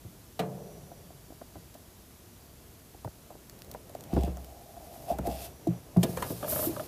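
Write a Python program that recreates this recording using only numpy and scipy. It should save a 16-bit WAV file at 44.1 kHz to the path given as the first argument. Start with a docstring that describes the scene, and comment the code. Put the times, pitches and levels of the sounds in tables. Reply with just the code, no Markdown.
"""Outdoors at a farm machine, one microphone close by: oil is poured from a big plastic jug into a funnel.
The jug's wall pops once and rings. As the jug is tipped it bumps, taps and rubs on the plastic funnel,
ticks as it flexes and rumbles in the hands, and air glugs in at the neck.
At the end it clacks against the rim and slides along it with a hiss and a stick-slip judder.
Behind it all lie a faint rumble of open air, an even hiss and a thin whine that comes and goes."""
import sys
import numpy as np
from scipy import signal
from scipy.fft import rfft, irfft
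from scipy.io import wavfile
from scipy.ndimage import uniform_filter1d

SR = 44100
rng = np.random.default_rng(int(sys.argv[2]) if len(sys.argv) > 2 else 0)


def to_wav(sig):
    """Store sig (one row per channel, or 1-D mono) as 16-bit WAV at the path in sys.argv[1].

    Samples outside -1..1 are clipped; the rate is SR.
    """
    pcm = np.clip(np.atleast_2d(sig), -1, 1) * 32767
    pcm = np.round(pcm).astype(np.int16)
    wavfile.write(sys.argv[1], SR, pcm.T)  # frames by channels


N = 302967
TIME = np.arange(N) / SR   # seconds into the scene
AGE = np.arange(SR) / SR   # seconds since a blow


def amp(db):
    """Decibels to gain."""
    return 10 ** (np.asarray(db) / 20)


def rms_one(x):
    """Scale to unit power."""
    return x / np.sqrt(np.mean(x ** 2) + 1e-20)


def peak_one(x):
    """Scale so that the loudest few milliseconds have unit power."""
    return x / np.sqrt(uniform_filter1d(x ** 2, size=256).max() + 1e-20)


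def at_hz(table, hz, column=1):
    """Read a column of a table on a log-frequency axis."""
    table = np.array(table)
    return np.interp(np.log(hz + 1e-9), np.log(table[:, 0]), table[:, column])


def fade(t60):
    """An exponential decay that loses 60 dB in t60 seconds."""
    return np.exp(-np.log(1000) * AGE / max(t60, 1e-3))


def swell(rise_s):
    """A soft contact takes a moment to build up."""
    return 1 - np.exp(-(AGE / max(rise_s, 1e-4)) ** 2)


def add(track, s, sound):
    """Mix a sound into a track at a time in seconds."""
    at = int(round(s * SR))
    track[at:at + len(sound)] += sound[:N - at]


def drift(per_s):
    """A random wander of unit power."""
    knots = rng.standard_normal(int(N / SR * per_s) + 2)
    return rms_one(np.interp(TIME * per_s, np.arange(len(knots)), knots))


def coloured(x, spectrum):
    """Give a signal a spectrum that falls away beyond its ends; unit power."""
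    hz = np.arange(len(x) // 2 + 1) * SR / len(x) + 1e-3
    ends = (1 + (spectrum[0][0] / hz) ** 8) * (1 + (hz / spectrum[-1][0]) ** 24)
    return rms_one(irfft(rfft(x) * amp(at_hz(spectrum, hz)) / np.sqrt(ends), len(x)))


def noise_burst(spectrum, t60, rise_s):
    """Coloured noise that builds up and dies away."""
    noise = coloured(rng.standard_normal(len(AGE)), spectrum)
    return peak_one(noise * fade(t60) * swell(rise_s))


def grains(per_s, spread_db):
    """Tiny catches of two surfaces, random in time and size."""
    sizes = amp(spread_db * np.minimum(rng.exponential(1, N), 4)) * rng.choice([-1, 1], N)
    return sizes * (rng.random(N) < per_s / SR)


def stroke(start, end, attack_s, release_s, growth_db_per_s):
    """The gain of one stroke: a soft attack, a hold that grows steadily, a dying release."""
    attack = 0.5 + 0.5 * np.tanh(2 * (TIME - start) / attack_s)
    release = np.exp(-np.maximum(TIME - end, 0) / release_s)
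    from_middle_s = np.clip(TIME, start, end) - (start + end) / 2
    return attack * release * amp(growth_db_per_s * from_middle_s)


def favour_db(hz, centre_hz, slope_db):
    """The place and softness of a contact tilt the modes: slope_db less per octave from one pitch."""
    return -slope_db * np.abs(np.log2(hz / centre_hz))


def modal_ring(modes, vary_db, build_cycles):
    """Damped sines, varied on every blow; each builds up over its cycles, so the lows come last."""
    chance_db = rng.normal(0, vary_db, len(modes))
    out = 0
    for k, (hz, db, t60) in enumerate(modes):
        tone = (-1) ** k * amp(db + chance_db[k]) * np.sin(2 * np.pi * hz * AGE)
        out = out + tone * fade(t60) * swell(build_cycles / hz)
    return peak_one(out)


def dense_ring(table, centre_hz, slope_db):
    """Countless overlapping modes: half-octave bands of noise, each dying at its own rate."""
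    edges_hz = np.geomspace(45, 17000, 18)
    white = rng.standard_normal((2, len(AGE)))
    out = 0
    for k, (low, high) in enumerate(zip(edges_hz, edges_hz[1:])):
        hz = np.sqrt(low * high)
        dying = white[k % 2] * fade(at_hz(table, hz, column=2))
        band = signal.sosfilt(signal.butter(2, [low, high], "band", fs=SR, output="sos"), dying)
        out = out + band * amp(at_hz(table, hz) + favour_db(hz, centre_hz, slope_db))
    return peak_one(out)


def blow(modes, ring, centre_hz, slope_db, dense_db, rise_s):
    """One blow on a plastic body: its clear modes and its dense ring."""
    struck = [(hz, db + favour_db(hz, centre_hz, slope_db), t60) for hz, db, t60 in modes]
    clear = modal_ring(struck, vary_db=3, build_cycles=0.88)
    dense = amp(dense_db) * dense_ring(ring, centre_hz, slope_db)
    return peak_one(swell(rise_s) * (clear + dense))


# Still air around the machine, and a fine hiss: (frequency [Hz], density [dB])
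AIR_SPECTRUM = [(15, -31), (25, -12), (59, 2.5), (240, -6.5), (356, -7.5), (493, -13), (537, -15),
                (626, -12), (769, -16), (1500, -21.5), (1950, -35), (3300, -120)]
HISS_SPECTRUM = [(880, -27), (1500, -13), (1640, 0), (4230, -0.5), (6620, 0.5), (9420, -1.5), (11400, 2.5),
                 (12050, 2.5), (12280, 6), (12550, 0.5), (14000, -1.5), (16500, -7.5)]
def background():
    """A faint outdoor rumble under an even hiss."""
    air = amp(-54.5 + 0.12 * drift(per_s=13)) * coloured(rng.standard_normal(N), AIR_SPECTRUM)
    hiss = amp(-59) * coloured(rng.standard_normal(N), HISS_SPECTRUM)
    return air + hiss


# The oil-laden jug's clear modes: (frequency [Hz], level [dB], t60 [s])
LADEN_JUG_MODES = [(121, 12, 0.093), (176, 7, 0.38), (224.6, 0, 0.16), (318, -7, 0.056), (355.5, 1, 0.22),
                   (476, -5.5, 0.096), (546, -19, 0.24), (657, 5.5, 0.095), (736, 9, 0.034),
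                   (910, -39, 0.042)]
# Its dense ring: (frequency [Hz], density [dB], t60 [s])
LADEN_JUG_RING = [(49.7, -15, 0.14), (105, 14, 0.054), (215, 8.5, 0.059), (507, -6.5, 0.18),
                  (794, -11, 0.13), (1100, -16.5, 0.075), (2000, -28, 0.064), (5000, -61, .04),
                  (14000, -28, .03)]
# Jug against funnel, close by: (time [s], level [dB], favoured pitch [Hz], weight [1 = a full bump])
JUG_BUMPS = [(0.047, -40, 108, 0.62), (1.553, -42.5, 138, 1.4), (3.046, -35, 487, 0.23),
             (3.050, -35.5, 30, 0.36), (4.129, -23, 240, 0.83), (4.162, -23, 480, 0.53),
             (4.171, -23, 423, 0.98), (4.234, -27, 523, 0.2), (4.274, -31, 300, 1.2),
             (5.110, -32.5, 350, 0.72), (5.189, -29.5, 199, 0.63), (5.272, -28.5, 269, 0.81),
             (5.961, -23, 510, 1.46), (6.031, -24.5, 478, 1.37), (6.087, -32.5, 350, 1.3),
             (6.301, -29.5, 443, 0.86)]
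def bumps():
    """Dull bumps shake the jug; glancing ones ring shorter, weighty ones set the air inside booming."""
    cavity_hz = 65.13
    boom = np.sin(2 * np.pi * cavity_hz * AGE) * fade(t60=0.64) * swell(rise_s=0.015)
    out = np.zeros(N)
    for s, db, pitch_hz, weight in JUG_BUMPS:
        modes = [(hz, level_db, t60 * weight) for hz, level_db, t60 in LADEN_JUG_MODES]
        ring = [(hz, level_db, t60 * weight) for hz, level_db, t60 in LADEN_JUG_RING]
        knock = blow(modes, ring, pitch_hz, slope_db=4.5, dense_db=4, rise_s=0.0017)
        mouth_faces_microphone = 3.0 < s < 5.5
        boom_gain = amp(3 if mouth_faces_microphone else -19) * weight ** 1.96
        add(out, s, amp(db) * (knock + boom_gain * boom))
    return out


# The taut wall's clear modes: (frequency [Hz], level [dB], t60 [s])
TAUT_WALL_MODES = [(137, -10.5, 0.85), (172.7, 0, 0.52), (192, -6, 1), (267, 0, 0.13), (317, -9.5, 0.39),
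                   (339, -15, 0.66), (416, -7, .35), (444, -7, 0.63), (516, -4, 0.24), (594, -9, 0.69),
                   (675, 5.5, 0.12), (705, -8.5, 0.64), (743, 6, 0.086), (1201, -12, 0.2), (1700, -19, 0.3),
                   (2450, -15.5, 0.21), (2820, -16.5, 0.15), (3408, -27, 0.2), (4110, -19, 0.13)]
# The dense ring between them: (frequency [Hz], density [dB], t60 [s])
TAUT_WALL_RING = [(60, -34, 0.54), (142, 2, 2.9), (250, -8.5, 0.56), (460, -3.5, 2.06), (696, -9, 2.1),
                  (900, -5.5, 0.21), (2020, -11, 0.19), (2950, -1.5, 0.053), (4970, -18, 0.094),
                  (14000, -19.5, 0.056)]
# The one pop, near the microphone: (time [s], level [dB])
WALL_POP = [(0.392, -18)]
def wall_pop():
    """The wall snaps through and the hollow jug rings on."""
    out = np.zeros(N)
    for s, db in WALL_POP:
        pop = blow(TAUT_WALL_MODES, TAUT_WALL_RING, 700, slope_db=-0.96, dense_db=-8, rise_s=0.00059)
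        add(out, s, amp(db - 8) * pop)
    return out


# A faint whine in the background: (start [s], end [s], frequency [Hz], level [dB])
WHINE_TONES = [(0.56, 1.0, 5865, -66), (0.56, 1.0, 11050, -71), (1.0, 1.7, 4700, -72),
               (2.39, 2.61, 4700, -72), (4.08, 4.18, 5865, -67), (5.47, 5.8, 5865, -66),
               (5.47, 5.8, 11050, -71)]
def whine():
    """Thin steady tones switch on and off, barely above the hiss."""
    out = np.zeros(N)
    for start, end, hz, db in WHINE_TONES:
        gate = uniform_filter1d(1.0 * ((TIME > start) & (TIME < end)), size=1024)
        out += amp(db - 1) * np.sin(2 * np.pi * hz * TIME) * gate
    return out


# The plastic's modes under a light touch: (frequency [Hz], level [dB])
TOUCH_MODES = [(310, 9.5), (430, -6.5), (600, 1), (690, 3), (810, -6.5), (1010, -10), (1200, -12.5),
               (1500, -13), (2400, -23)]
# Neck and fingers tapping, close by: (time [s], level [dB], favoured pitch [Hz])
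LIGHT_TAPS = [(0.915, -31, 675), (1.103, -35.5, 643), (1.302, -33, 393), (1.321, -33, 401),
              (1.412, -29, 680), (1.554, -32.5, 745), (1.749, -35.5, 678), (2.946, -36, 402),
              (3.075, -27, 420), (3.303, -33.5, 810), (3.352, -34.5, 430), (3.746, -26, 674),
              (3.894, -35.5, 689), (3.949, -23, 647), (4.275, -31, 700), (4.369, -32, 730),
              (4.765, -34, 704), (5.186, -20.5, 700)]
def taps():
    """Light, well damped touches, each with a short scuff in the contact."""
    usual_t60_s, usual_db, usual_hz = 0.056, -32.5, 680
    out = np.zeros(N)
    for s, db, pitch_hz in LIGHT_TAPS:
        # firmer touches, and softer, lower ones, damp the ring sooner
        t60 = usual_t60_s * amp(usual_db - db) ** 0.51 * (pitch_hz / usual_hz) ** 2
        favoured = [(hz, level + favour_db(hz, pitch_hz, slope_db=7.5)) for hz, level in TOUCH_MODES]
        ring = modal_ring([(hz, level, t60) for hz, level in favoured], vary_db=5.5, build_cycles=1.25)
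        scuff = noise_burst(favoured, t60, rise_s=0.0017)
        add(out, s, amp(db - 11.5) * peak_one(ring + amp(0.5) * scuff))
    return out


# A tick's bright colour at close range: (frequency [Hz], density [dB])
TICK_SPECTRUM = [(1200, -6), (3000, -2), (5500, -1), (9000, -2), (12500, 0), (16500, 0)]
# Ticks of the flexing plastic: (time [s], level [dB], t60 [s])
FLEX_TICKS = [(1.738, -53.5, .04), (3.045, -53, .022), (3.497, -44, .007), (3.590, -53, .01),
              (3.620, -44, .005), (3.646, -52, .008), (3.714, -41, .013), (3.739, -50, .015),
              (3.895, -51, .006), (3.949, -50, .02), (4.008, -45.5, .007), (4.038, -46.5, .012),
              (4.138, -48, .012), (4.208, -49, .025), (4.234, -42, .012), (4.248, -50, .025),
              (4.371, -47, .005), (4.445, -48, .012), (5.184, -44, .025), (5.267, -43, .03),
              (5.671, -48.5, .025), (5.968, -45.5, .022), (6.030, -30, .04)]
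def ticks():
    """Stressed plastic gives way in tiny bright cracks; the longer ones build up more slowly."""
    out = np.zeros(N)
    for s, db, t60 in FLEX_TICKS:
        add(out, s, amp(db) * noise_burst(TICK_SPECTRUM, t60, rise_s=2.5 * t60 ** 2))
    return out


# The jug's rumble in the hands, close by: (frequency [Hz], density [dB])
HANDLING_SPECTRUM = [(35, -5), (65, 1.5), (130, 9), (200, 1.5), (400, 0.5), (650, 0.5), (900, -9),
                     (1500, -19.5), (3000, -21.5)]
# Shifts of the hands, each at the height of the move: (time [s], level [dB])
HAND_SHIFTS = [(3.72, -43), (4.2, -37.5), (5.27, -34), (5.72, -42), (6.25, -33.5), (6.63, -29.5)]
def handling():
    """Each shift of the hands on the heavy jug swells and dies away with a lumpy rumble."""
    rise_db_per_s, fall_db_per_s = 36, 41
    shifts_db = [db - np.maximum(rise_db_per_s * (s - TIME), fall_db_per_s * (TIME - s))
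                 for s, db in HAND_SHIFTS]
    rumble = coloured(rng.standard_normal(N), HANDLING_SPECTRUM)
    return amp(np.max(shifts_db, axis=0) + 1.8 * drift(per_s=11) - 8) * rumble


# Plastic sliding on plastic, at the funnel: (frequency [Hz], density [dB])
FRICTION_SPECTRUM = [(900, -7.5), (1800, -16.5), (2800, -12), (5000, -8), (7500, -10), (10000, -6.5),
                     (12500, -3.5), (14000, -6.5), (15500, -11.5)]
def sliding_hiss():
    """The countless fine catches of smooth plastic merge into a flickering hiss."""
    flicker = amp(0.96 * drift(per_s=92))
    return flicker * coloured(grains(per_s=12000, spread_db=1.5), FRICTION_SPECTRUM)


# The funnel's resonances under the neck: (frequency [Hz], width [Hz], level [dB])
FUNNEL_RESONANCES = [(671, 84, 0.8), (713, 84, -0.5), (800, 22, -2.5)]
def funnel_singing():
    """Dense catches of the neck sing in the funnel's resonances, at a wavering level."""
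    catches = grains(per_s=800, spread_db=3)
    ringing = 0
    for k, (hz, width_hz, db) in enumerate(FUNNEL_RESONANCES):
        resonance = signal.lfilter(*signal.iirpeak(hz, hz / width_hz, fs=SR), catches)
        ringing = ringing + (-1) ** k * amp(db) * resonance
    damped = signal.sosfilt(signal.butter(4, 900, fs=SR, output="sos"), ringing)
    even = damped / np.sqrt(uniform_filter1d(damped ** 2, size=1500) + 1e-12)
    return amp(1.5 * drift(per_s=29) - 2) * even


# The neck's thread rasping on the rim: (frequency [Hz], density [dB])
THREAD_SPECTRUM = [(1000, -16), (1500, -3), (2350, -1), (2680, 10), (2950, 1), (3400, 6), (4200, -2),
                   (5000, 3), (6500, -8), (9000, -2)]
# Strokes of the neck in the funnel: (start [s], end [s], singing [dB], hiss [dB], rasp [dB])
NECK_RUBS = [(4.107, 4.269, -43.5, -60, -54.5), (4.366, 4.80, -54, -64, -75),
             (4.817, 4.93, -51, -59.5, -78), (4.934, 5.06, -48, -56.5, -77),
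             (5.081, 5.113, -28.5, -48.5, -51), (5.252, 5.271, -31, -47, -58),
             (5.30, 5.378, -43, -51.5, -51.5), (5.395, 5.456, -43, -46, -51)]
def neck_rub():
    """The neck bears down harder through each stroke: the funnel sings and hisses, the thread rasps."""
    gains = 0
    for start, end, *levels_db in NECK_RUBS:
        pressure = stroke(start, end, attack_s=0.028, release_s=0.026, growth_db_per_s=5)
        gains = gains + np.outer(amp(levels_db), pressure)
    sing_gain, hiss_gain, rasp_gain = gains
    singing = funnel_singing()
    rasp = amp(-2.5) * coloured(grains(per_s=890, spread_db=2), THREAD_SPECTRUM)
    hiss = amp(-1) * sliding_hiss()
    return sing_gain * singing + hiss_gain * hiss + rasp_gain * rasp


# Air gulped in at the neck, close by: (time [s], level [dB], bubble pitch [Hz])
AIR_GULPS = [(5.669, -29, 660), (5.671, -21.5, 315.5), (5.683, -22.5, 170), (5.688, -28.5, 120),
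             (5.968, -12.5, 172.2), (5.972, -21.5, 120), (6.313, -35.5, 114), (6.669, -25, 320),
             (6.692, -26.5, 316)]
def glugs():
    """Each gulp of air rings for the same number of cycles in the thick oil, rising slightly in pitch."""
    ring_cycles, swell_cycles, pitch_rise = 30, 0.9, 0.038
    out = np.zeros(N)
    for s, db, pitch_hz in AIR_GULPS:
        dying = fade(ring_cycles / pitch_hz)
        hz = pitch_hz * (1 + pitch_rise * (1 - dying))
        bubble = np.sin(2 * np.pi * np.cumsum(hz) / SR) * dying * swell(swell_cycles / pitch_hz)
        add(out, s, amp(db - 1.5) * peak_one(bubble))
    return out


# The treble that a fast slide adds: (frequency [Hz], density [dB])
SWISH_SPECTRUM = [(8000, -13.5), (10500, -9.5), (12500, -2.5), (14200, -7), (15500, -11)]
# Strokes of the jug's side along the rim: (start [s], end [s], level [dB])
RIM_SLIDES = [(6.004, 6.324, -46.5), (6.367, 6.515, -48), (6.481, 6.663, -39.5), (6.716, 6.853, -49)]
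def rim_slide():
    """The jug's smooth side hisses along the rim, gathering speed, with a bright swish where fastest."""
    swish_from_db, swish_range_db = -46.5, 9.5
    gain = sum(amp(db) * stroke(start, end, attack_s=0.039, release_s=0.043, growth_db_per_s=22.5)
               for start, end, db in RIM_SLIDES)
    level_db = 20 * np.log10(gain + 1e-9)
    speed = np.clip((level_db - swish_from_db) / swish_range_db, 0, 1)   # 0 a slow creep, 1 full speed
    flicker = amp(drift(per_s=110) + 5)
    swish = flicker * speed * coloured(grains(per_s=5400, spread_db=-3), SWISH_SPECTRUM)
    return gain * (amp(-2.5) * sliding_hiss() + swish)


# The clear modes of the funnel's rim: (frequency [Hz], level [dB], t60 [s])
FUNNEL_RIM_MODES = [(512, 14, 0.1), (747, -6, 0.19), (986, 11.5, 0.051), (1070, 4, 0.039),
                    (1205, -4.5, 0.23), (1684, -7, 0.28), (1780, 4.5, 0.035), (2390, 2, 0.051),
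                    (2890, 0, 0.042), (3220, 7, 0.035), (3650, -6, 0.09), (4270, 4.5, 0.04),
                    (7040, -11, .045), (8600, -16, 0.036)]
# Its dense ring: (frequency [Hz], density [dB], t60 [s])
FUNNEL_RIM_RING = [(200, -7, 0.33), (448, 11.5, 0.17), (1130, -1, 0.14), (1800, -3.5, 0.11),
                   (3230, -14, 0.22), (5330, -13, 0.036), (7800, 16.5, 0.027), (13900, 1.5, 0.036)]
# The jug striking the rim, close by: (time [s], level [dB], favoured pitch [Hz])
RIM_CLACKS = [(6.029, -30, 3030), (6.17, -29.5, 1180), (6.222, -28, 1260)]
def clacks():
    """Hard contacts ring the funnel's rim."""
    out = np.zeros(N)
    for s, db, pitch_hz in RIM_CLACKS:
        clack = blow(FUNNEL_RIM_MODES, FUNNEL_RIM_RING, pitch_hz, slope_db=6, dense_db=-1.5, rise_s=0.002)
        add(out, s, amp(db) * clack)
    return out


# The funnel's modes under a slip: (frequency [Hz], level [dB], t60 [s])
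JUDDER_MODES = [(588, 6, 0.078), (627, -0.5, 0.18), (693, -7.5, 0.19), (780, -5.5, 0.068),
                (1010, -9, 0.092), (1178, -11, 0.1), (1280, 1, 0.022), (1670, -6, 0.025)]
# The scuff of a slip: (frequency [Hz], density [dB])
SCUFF_SPECTRUM = [(250, 2.5), (650, -4), (900, -7), (1300, -9.5), (2000, -27), (3500, -15.5)]
# Slips of the jug along the rim: (time [s], level [dB])
RIM_SLIPS = [(6.428, -24), (6.443, -24), (6.478, -28.5), (6.523, -23), (6.56, -21), (6.591, -24.5),
             (6.626, -23), (6.644, -27.5), (6.764, -26.5), (6.796, -24)]
def judder():
    """The jug sticks and slips; each slip scuffs and rings the funnel, retuned by the shifting load."""
    out = np.zeros(N)
    for s, db in RIM_SLIPS:
        retune = 1 + 0.039 * np.clip(rng.standard_normal(), -1, 1)
        modes = [(hz * retune, level_db, t60) for hz, level_db, t60 in JUDDER_MODES]
        scuff = noise_burst(SCUFF_SPECTRUM, t60=0.077, rise_s=0.00033)
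        ring = modal_ring(modes, vary_db=2, build_cycles=1.3)
        add(out, s, amp(db - 9.5) * (ring + amp(-4.5) * scuff))
    return out


def scene():
    """Jug and funnel in the open air, close to one microphone."""
    mix = background() + bumps() + wall_pop() + whine() + taps() + ticks() + handling()
    mix += neck_rub() + glugs() + rim_slide() + clacks() + judder()
    return mix[None]


def record(dry):
    """The top is cut steeply."""
    cutoff_hz = 15450
    return signal.sosfilt(signal.ellip(12, 0.1, 90, cutoff_hz, fs=SR, output="sos"), dry)


dry = scene()
out = record(dry)
to_wav(out)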